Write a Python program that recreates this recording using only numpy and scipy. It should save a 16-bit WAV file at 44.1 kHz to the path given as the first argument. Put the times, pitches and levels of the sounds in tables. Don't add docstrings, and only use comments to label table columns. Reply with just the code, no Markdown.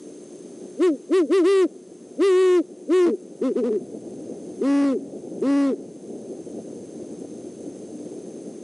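import sys
import numpy as np
from scipy import signal
from scipy.fft import rfft, irfft, next_fast_len
from scipy.io import wavfile
from scipy.ndimage import uniform_filter1d, map_coordinates

SR = 44100
rng = np.random.default_rng(int(sys.argv[2]) if len(sys.argv) > 2 else 0)


def volts(x):
    e = np.asarray(x, float) / 20
    return 10 ** e


def to_wav(s):
    ch = np.atleast_2d(s).T
    pcm = np.round(np.clip(ch, -1, 1) * 32767)
    wavfile.write(sys.argv[1], SR, pcm.astype(np.int16))


N = 380583
TIME = np.arange(N) / SR
MAINS = 2 * np.pi * 60 * TIME


def along(points, hz):
    f, v = np.transpose(points)
    return np.interp(np.log(hz + 1), np.log(f + 1), v)


def unit(x):
    return x / np.sqrt(np.mean(x ** 2) + 1e-20)


def wobble(rate):
    knots = rng.standard_normal(int(N * rate / SR) + 4)
    return map_coordinates(knots, [np.arange(N) * rate / SR])


def filtered(x, response):
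    m = next_fast_len(N + SR // 2)
    return irfft(rfft(x, m) * response(np.fft.rfftfreq(m, 1 / SR)), m)[..., :N]


def noise(spectrum):
    return unit(filtered(rng.standard_normal(N), lambda hz: volts(along(spectrum, hz))))


def circuit(hz):
    centre_hz, width_hz, lag_hz, coupling_hz, corner_hz = 332.3, 181, 207.8, 429.0, 12900
    resonance = 1j * hz * width_hz / (centre_hz ** 2 - hz ** 2 + 1j * hz * width_hz)
    tuned = resonance / (1 + 1j * hz / lag_hz)
    leak = -.048 + 0.019 * 1j * hz / centre_hz / (1 + 1j * hz / corner_hz)
    coupling = 1j * hz / (coupling_hz + 1j * hz)
    lift = np.sqrt(1 + (262 / (hz + 40)) ** 4)
    return 6.74 * lift * coupling * coupling * (tuned + leak)


def ahead(x):
    return filtered(x, lambda hz: 1 / (np.abs(circuit(hz)) + 0.047))


def wind():
    # time in seconds, strength in dB
    strength = [(0, -42.5), (.75, -41.5), (1, -45.5), (2.7, -43.5), (3.2, -44.5), (3.85, -37.5),
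                (4.55, -37.5), (5, -39), (5.4, -35.5), (5.8, -40), (6.1, -37.5), (6.5, -36), (7.4, -37),
                (7.9, -38), (8.3, -38.5), (8.63, -40)]
    # frequency in Hz, density in dB per Hz
    rumble_colour = [(30, -58), (120, -27.5), (190, -8), (240, -4), (361, -2.5), (518, -9.5), (689, -19.5),
                     (800, -26), (1100, -54), (1500, -54), (2400, -120)]
    # frequency in Hz, density in dB per Hz
    buffet_colour = [(15, -37), (50, -25), (100, -6), (170, 1.5), (230, 0.5), (400, -44), (600, -100)]
    calm_db, buffet_db, buffet_growth = -37, -49, 2.07
    at, db = np.transpose(strength)
    wind_db = np.interp(TIME, at, db)
    flutter_db = np.clip(1.8 * wobble(30) + 1.4 * wobble(110), -9, 4)
    rumble = unit(volts(wobble(5) + flutter_db) * noise(rumble_colour))
    gust_db = buffet_db + buffet_growth * (wind_db - calm_db) + 2.0 * wobble(12)
    return volts(wind_db + 1.0) * rumble + volts(gust_db) * noise(buffet_colour)


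def hum(busy):
    # multiple of the mains frequency, level in dB rms
    harmonics = [(3, -57.5), (4, -57), (5, -47.5), (6, -47.5), (7, -52.5)]
    tones = sum(np.sqrt(2) * volts(db) * np.sin(k * MAINS + k * k) for k, db in harmonics)
    return volts(-0.7 - 6.5 * busy) * tones


def hiss(busy):
    # frequency in Hz, density in dB per Hz
    hiss_colour = [(300, -10), (900, 2), (1400, -2), (2260, -4), (4000, -3.5), (6000, -2), (8000, -4.5),
                   (10300, -4), (11000, -6.5), (11100, -91)]
    spikes = 1 + 2.06 * np.cos(MAINS) ** 12 * volts(3 * wobble(97))
    fizz = filtered(spikes * noise(hiss_colour),
                    lambda hz: np.clip((hz - 5000) / 3000, 0, 1) * (hz < SR / 4))
    rest_db, sag_db = -57.5, 5
    return volts(rest_db - sag_db * busy + 2) * unit(noise(hiss_colour) + fizz)


def whistle(busy):
    line_hz, rest_db, sag_db = 15734.5, -65, 7
    chop = 1 + 0.7 * np.cos(MAINS + 3.0) + 0.084 * np.cos(2 * MAINS)
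    tone = np.sin(2 * np.pi * line_hz * TIME) / np.abs(circuit(line_hz))
    return volts(rest_db - sag_db * busy + 8) * chop * tone


def tension(hoots, rest_hz, rise_s, sag_per_s):
    waver_hz, waver_peak_s, waver_dies_s = 6.14, .089, .104
    start, length, aim, waver, release = np.transpose(hoots)[..., None]
    since = np.clip(np.arange(0, N, 16) / SR - start, 0, length)
    swing = np.cos(2 * np.pi * waver_hz * (since - waver_peak_s))
    ring = waver * np.exp(-since / waver_dies_s) * swing
    rise = 1 - np.exp(-since / rise_s)
    let_go = 1 - np.exp((since - length) / release)
    shape = rise * (1 + ring - sag_per_s * since) * let_go
    hz = rest_hz + np.max((aim - rest_hz) * shape, axis=0)
    return uniform_filter1d(np.repeat(hz, repeats=16)[:N], size=401)


def owl(pitch, voice, octave_turn, jitter):
    at, low_db, octave_db = np.transpose(voice)
    hz = pitch * (1 + 0.0022 * wobble(60) + jitter * wobble(700))
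    phase = 2 * np.pi * np.cumsum(hz) / SR
    rising = np.tanh(np.gradient(pitch) * SR / 2500)
    low_level = volts(np.interp(pitch, at, low_db) + 1.5 * rising)
    octave_level = volts(np.interp(pitch, at, octave_db) + 1.74 * rising)
    low = low_level / np.abs(circuit(hz)) * np.sin(phase)
    octave = octave_level / np.abs(circuit(2 * hz)) * np.sin(2 * phase + octave_turn)
    return np.sqrt(2) * (low + octave)


def high_owl():
    # start in seconds, length in seconds, aimed pitch in Hz, waver share, release in seconds
    high_hoots = [
        (.768, .209, 361, .66, .056),
        (1.091, .192, 440, .37, .089),
        (1.281, .224, 430, .46, .1),
        (1.417, .258, 399, .11, .025),
        (2.173, .454, 384, .36, .022),
        (2.876, .24, 369, .2, .022),
    ]
    # pitch in Hz, fundamental in dB, octave in dB
    high_voice = [(197, -78, -67.5), (205, -53.5, -41), (270.7, -25, -33.5), (319.4, -16.5, -33),
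                  (355.4, -8.5, -30), (405, -6, -30.5)]
    pitch = tension(high_hoots, rest_hz=200, rise_s=.025, sag_per_s=.286)
    return owl(pitch, high_voice, octave_turn=2.91, jitter=.007)


def deep_owl():
    # start in seconds, length in seconds, aimed pitch in Hz, waver share, release in seconds
    deep_hoots = [
        (3.052, .104, 300, 0, .05),
        (3.411, .12, 320, 0, .046),
        (3.553, .092, 339, 0, .045),
        (3.623, .095, 288, 0, .027),
        (3.692, .094, 271, 0, .045),
        (4.607, .372, 283, 0, .036),
        (5.414, .334, 282, 0, .031),
    ]
    # pitch in Hz, fundamental in dB, octave in dB
    deep_voice = [(150, -76, -65), (162.3, -59, -26.5), (198, -40.5, -19), (222.7, -30, -24),
                  (253.6, -22.5, -24.5), (289.7, -10, -22.5)]
    pitch = tension(deep_hoots, rest_hz=150, rise_s=.023, sag_per_s=-.03)
    return owl(pitch, deep_voice, octave_turn=2.5, jitter=.018)


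def trees(x):
    # frequency in Hz, time to fall by 60 dB in seconds
    decay = [(150, 0.8), (1000, 0.26)]
    hz, t, z = signal.stft(rng.standard_normal(SR // 2), SR, nperseg=256)
    fall_db = -60 * t / along(decay, hz)[:, None] - 0.035 * hz[:, None] + 8.0
    tail = signal.istft(z * volts(fall_db), SR, nperseg=256)[1]
    late = np.pad(x, (round(.12 * SR), 0))
    return signal.fftconvolve(late, tail / np.sqrt(SR / 30))[:N]


def ducking(x):
    recover_s, loaded_db = 0.41, -23
    keep = np.exp(-1 / (recover_s * SR))
    power = signal.lfilter([1 - keep], [1, -keep], x ** 2)
    return np.tanh(power / volts(2 * loaded_db))


def scene():
    birds = high_owl() + deep_owl()
    busy = ducking(np.clip(birds, -.13, .13))
    night = ahead(wind() + hum(busy) + hiss(busy)) + whistle(busy)
    return np.tile(birds + volts(-29.5) * trees(birds) + night, (2, 1))


def top_cut(x):
    return signal.sosfilt(signal.butter(12, 15800, fs=SR, output="sos"), x)


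def record(dry):
    # frequency in Hz, level in dB
    folded_top = [(11000, -91.5), (11200, -22), (13000, -29.5), (15000, -44), (16000, -89)]
    railed = np.clip(dry[0], -.14, .12)
    sampled = filtered(railed, circuit) * (1 + np.cos(np.pi * np.arange(N)))
    lowpass = [(10300, 0), (11000, -10.5), (11250, -35), (11500, -90)]
    smooth = filtered(sampled, lambda hz: volts(along(lowpass, hz)))
    loudness = uniform_filter1d(np.abs(smooth), size=801) / 0.12
    air = filtered(sampled, lambda hz: volts(along(folded_top, hz)))
    smooth = smooth + np.clip(loudness, 0, 1.1) ** 11 * air
    side = [(100, -35.5), (340, -25.5), (610, -30.5), (1000, -36.5)]
    mismatch = filtered(smooth, lambda hz: volts(along(side, hz)))
    return top_cut(np.array([smooth + mismatch, smooth - mismatch]))


dry = scene()
out = record(dry)
to_wav(out)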